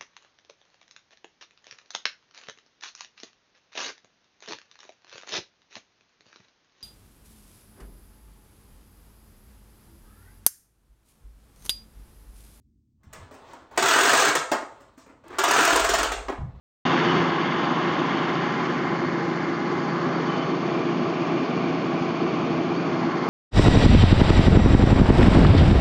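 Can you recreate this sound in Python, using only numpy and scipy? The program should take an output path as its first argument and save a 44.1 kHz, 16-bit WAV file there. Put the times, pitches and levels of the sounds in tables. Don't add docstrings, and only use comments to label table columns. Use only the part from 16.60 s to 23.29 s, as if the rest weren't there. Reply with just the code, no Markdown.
import sys
import numpy as np
from scipy import signal
from scipy.fft import rfft, irfft
from scipy.io import wavfile

SR = 44100
rng = np.random.default_rng(int(sys.argv[2]) if len(sys.argv) > 2 else 0)


def store_wav(level_fs):
    pcm = np.round(np.clip(np.atleast_2d(level_fs), -1, 1) * 32767)
    wavfile.write(sys.argv[1], SR, pcm.T.astype(np.int16))


N = 295029

CYCLE_HZ, DRUM_HZ, AUGER_HZ = 13.972, 28.9, 16.82


def undb(db):
    return 10 ** (np.asarray(db) / 20)


def unit(x):
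    return x / np.sqrt(np.mean(x ** 2))


def clock():
    return np.arange(N) / SR


def walk(rate_hz):
    knots = rng.standard_normal(size=4000)
    return 1.24 * np.interp(clock() * rate_hz, np.arange(len(knots)), knots)


def swell(at_s, reach_s):
    return np.cos(np.pi / 2 * np.clip((clock() - at_s) / reach_s, -1, 1)) ** 4


def colour(x, points):
    hz, db = np.transpose(sorted(map(tuple, points)))
    octave, marks = np.log2(np.fft.rfftfreq(N, 1 / SR) + 1), np.log2(hz)
    outside = np.abs(octave - np.clip(octave, marks[0], marks[-1]))
    response = undb(np.interp(octave, marks, db) - 60 * outside)
    return unit(irfft(rfft(x) * response, N))


def ring(x, modes):
    f = np.fft.rfftfreq(N, 1 / SR) + 1
    response = sum(undb(db) / (1 + 1j * (f * f - hz * hz) / (f * width)) for hz, width, db in modes)
    return unit(irfft(rfft(x) * response, N))


def turns(hz, slip):
    return hz * np.cumsum(1 + slip * walk(3.008)) / SR


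def rattle(turn, hz, repeat):
    size = int(SR / hz)
    pattern = np.interp(turn % 1 * size, np.arange(size), rng.standard_normal(size))
    return np.sqrt(repeat) * unit(pattern) + np.sqrt(1 - repeat) * rng.standard_normal(N)


def throb(turn, depth, lag):
    return 1 + depth * np.cos(2 * np.pi * (turn - lag))


def tone(cycles, db, waver_db):
    phase = 2 * np.pi * (cycles + rng.random()) + 0.7 * walk(4)
    return np.sqrt(2) * undb(db + waver_db * walk(5)) * np.sin(phase)


def facing_tank():
    # (time [s], share of the turn [0-1])
    aim = [(3.1, 0.07), (3.55, .5), (4.0, 0.83), (5.0, 1), (6.15, 1), (6.451, 0.6), (6.68, 0.5)]
    return np.interp(clock(), *np.transpose(aim))


def at_microphone(db, opening_db, early_db, ease_at_s, halfway_db, tank_db):
    opening = np.interp(clock(), (.57, .74), (1, 0))
    early = np.clip(.5 - (clock() - ease_at_s) / 1.3, 0, 1)
    turn_db = np.interp(facing_tank(), (0, .5, 1), (0, halfway_db, tank_db))
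    return undb(db + opening_db * opening + early_db * early + turn_db)


def knocks():
    # (time [s], level [dB])
    blows = [(.458, -32), (0.604, -24.5)]
    out = np.zeros(N)
    for at_s, db in blows:
        u = (clock() - at_s) / 0.0013
        out -= undb(db) * 2 * u * np.exp(-u * u)
    return out


def tank():
    # (frequency [Hz], width [Hz], relative level [dB])
    modes = [(677, 150, 1), (758, 96, -5.5), (1123, 195, -2), (2360, 425, -10), (2650, 140, -18.5)]
    # (frequency [Hz], level against the ringing [dB])
    tones = [(664.2, -13.5), (736.2, -17)]
    shake = rng.standard_normal(N) * throb(DRUM_HZ * clock(), depth=.08, lag=0.84) * undb(.5 * walk(14))
    hollow = np.zeros(N)
    for hz, width, db in modes:
        mode = [(hz, width, 0)]
        hollow += undb(db) * np.sqrt(width) * ring(ring(shake, mode), mode)
    hum = sum(tone(hz * clock(), db, waver_db=0) for hz, db in tones)
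    return undb(-33) * facing_tank() * (unit(hollow) + hum)


def panels(body_gain):
    # (frequency [Hz], relative level [dB])
    body_colour = [(32, -70), (55, -50.5), (67, -41), (107, -16), (157, -9), (220, -5), (258, 0), (301, -3),
                   (341, -1.5), (410, -8), (461, -7.5), (508, -15.5), (560, -13.5), (730, -46),
                   (1230, -120)]
    lumps = throb(CYCLE_HZ * clock(), depth=.06, lag=0.44)
    shake = rng.standard_normal(N) * lumps * undb(0.26 * walk(19))
    deep = colour(rng.standard_normal(N), [(20, 5), (60, 2), (90, -14)])
    return body_gain * (undb(-1.36) * colour(shake, body_colour) + undb(-54.5) * deep)


def thresher(drum_gain):
    # (frequency [Hz], relative level [dB])
    drum_colour = [(500, -6), (580, -9), (700, -3), (825, -3.5), (880, -4.5), (940, -4), (1020, 1),
                   (1140, 0.5), (1250, -4.5), (1450, -7.5)]
    # (frequency [Hz], width [Hz], relative level [dB])
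    guard_modes = [(793, 17, -5), (829.5, 30, 7), (1014, 25, 3), (1110, 26, -11.5)]
    # (frequency [Hz], relative level [dB])
    whines = [(192.5, -44), (331.7, -47), (338.5, -38.5), (347.2, -41), (1508.7, -54.5), (1832, -60),
              (3407, -67), (3613, -67.5), (3774, -67.5), (3994, -68.5), (4131, -68.5), (4191, -68.5)]
    engine_cycle = turns(CYCLE_HZ, slip=0.00045)
    drum_throb = throb(DRUM_HZ * clock(), depth=.12, lag=0.93)
    beat = rattle(engine_cycle, CYCLE_HZ, repeat=0.086) * drum_throb * undb(0.3 * walk(22))
    shake = rng.standard_normal(N) * throb(engine_cycle, depth=0.21, lag=0.62) * undb(1.3 * walk(18))
    guard_gain = at_microphone(-36.5, opening_db=4, early_db=-3, ease_at_s=1.2,
                               halfway_db=-2.5, tank_db=-7.5)
    guards = guard_gain * ring(shake, guard_modes)
    whine = sum(tone(hz * clock(), db, waver_db=1.2) for hz, db in whines)
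    return undb(-1) * drum_gain * colour(beat, drum_colour) + guards + undb(2) * whine


def diesel(body_gain, drum_gain):
    # (order [multiple of the four-stroke cycle], relative level [dB])
    orders = [(6, -61), (8, -55.5), (10, -39), (11, -42), (12, -32), (18, -38.5), (39, -49), (40, -49),
              (42, -53.5), (45, -45), (63, -55.5), (74, -49), (77, -52.5), (81, -48), (84, -48.5),
              (88, -57), (90, -45.5), (93, -49.5), (98, -47.5), (104, -55)]
    # (frequency [Hz], relative level [dB])
    clatter_colour = [(1340, -4.5), (1500, -0.5), (1570, -1), (1675, 2.5), (1760, -2), (1830, 1),
                      (1930, -5.5), (2100, 2), (2220, -4.5), (2400, -8.5)]
    cycle = turns(CYCLE_HZ, slip=0.00054)
    low_gain, high_gain = unit(body_gain), unit(drum_gain)
    drone = sum(tone(k * cycle, db, waver_db=1.3) * (low_gain if k < 60 else high_gain)
                for k, db in orders)
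    firing = throb(6 * cycle, depth=0.13, lag=0.71)
    clatter = rattle(cycle, CYCLE_HZ, repeat=0.16) * firing * undb(0.6 * walk(20))
    clatter_gain = at_microphone(-37.1, opening_db=3, early_db=3.5, ease_at_s=2.5,
                                 halfway_db=-0.9, tank_db=-6)
    return undb(-3) * drone + clatter_gain * colour(clatter, clatter_colour)


def stick_slip(hz):
    slipping = undb(3 * walk(130) - 1)
    pitch = hz * (1 + .008 * walk(300))
    return slipping * tone(np.cumsum(pitch) / SR, 0, waver_db=-0.5)


def squeaks():
    # (time [s], pitch [Hz], half length [s], level [dB])
    squeals = [(0.503, 2960, 0.06, -34.5), (1.573, 3040, .04, -40), (2.945, 4600, .054, -50),
               (3.312, 4570, .075, -48), (3.55, 4590, 0.051, -46.5), (3.755, 3030, 0.24, -44),
               (6.172, 4570, 0.055, -50)]
    times = np.arange(.338, N / SR, 2 / AUGER_HZ)
    levels_db = np.where(times < 1.23, -48.5, -58.5)
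    rubbing = sum(undb(db) * swell(at_s, reach_s=.045) for at_s, db in zip(times, levels_db))
    chirps = rubbing * undb(-walk(AUGER_HZ / 2)) * stick_slip(hz=4570)
    return chirps + sum(undb(db) * swell(at_s, reach) * stick_slip(hz) for at_s, hz, reach, db in squeals)


def kernels(per_s, spread_db):
    hit = rng.random(N) < per_s / SR
    return hit * rng.standard_normal(N) * undb(spread_db * rng.exponential(size=N))


def auger(body_gain):
    # (order [multiple of the auger turn], relative level [dB])
    orders = [(20, -51), (21, -44), (22, -41.5), (23, -49.5), (24, -50.5)]
    # (frequency [Hz], relative level [dB])
    tube_colour = [(2300, -5), (2480, -6.5), (2660, -3), (2770, -0.5), (3080, -1.5), (3400, -3), (3620, -6),
                   (3760, -9.5), (3880, -14)]
    # (time [s], relative level [dB])
    scrape_levels = [(0.26, -31.5), (0.6, -34), (0.62, -37), (1.73, -38), (2.51, -48), (3.01, -47.5),
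                     (3.69, -44.5), (6.68, -46)]
    # (frequency [Hz], relative level [dB])
    spray_colour = [(3300, -31.5), (3900, -6), (4050, 0.5), (4400, 6.5), (4750, 4.5), (5100, -0.5),
                    (5800, -2), (6500, -1.5), (6950, -9), (7300, -36), (7700, -43.5)]
    # (frequency [Hz], width [Hz], relative level [dB])
    tube_modes = [(2990, 35, 3), (3615, 25, 0), (4135, 20, -5), (4190, 20, -5), (4365, 30, -2),
                  (4415, 25, 1), (4585, 45, 0), (4925, 35, -2), (5275, 40, -4)]
    turn = turns(AUGER_HZ, slip=.0003)
    surge = throb(turn, depth=.115, lag=.56)
    hum = unit(body_gain) * sum(tone(k * turn, db, waver_db=3.1) for k, db in orders)
    sliding = colour(kernels(per_s=20000, spread_db=1.1) * np.sqrt(surge), tube_colour)
    scrape = undb(np.interp(clock(), *np.transpose(scrape_levels))) * sliding
    thrown = colour(kernels(per_s=14000, spread_db=0.5) * surge * undb(.5 * walk(22)), spray_colour)
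    steel = ring(rattle(turn, AUGER_HZ, repeat=0.12) * surge, tube_modes)
    spray_gain = at_microphone(-49.5, opening_db=5, early_db=2.2, ease_at_s=2, halfway_db=0.5, tank_db=0)
    spray = spray_gain * (undb(-3) * thrown + undb(-3.5) * steel)
    return undb(0.5) * hum + undb(-0.7) * scrape + spray


def scene():
    body_gain = at_microphone(-27, opening_db=2, early_db=0, ease_at_s=2, halfway_db=0.3, tank_db=1.16)
    body_gain *= undb(4.1 * swell(at_s=.545, reach_s=0.088))
    drum_gain = at_microphone(-33, opening_db=2.45, early_db=5.5, ease_at_s=1.95,
                              halfway_db=3, tank_db=-3)
    machine = diesel(body_gain, drum_gain) + panels(body_gain) + thresher(drum_gain) + knocks()
    unloading = auger(body_gain) + tank() + squeaks()
    return (machine + unloading)[None]


def record(dry):
    open_s, top_hz = .251, 7330
    opened = np.clip((clock() - open_s) / .003, 0, 1)
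    lowpass = signal.ellip(10, .2, 80, top_hz, fs=SR, output="sos")
    return signal.sosfilt(lowpass, dry * opened)


dry = scene()
out = record(dry)
store_wav(out)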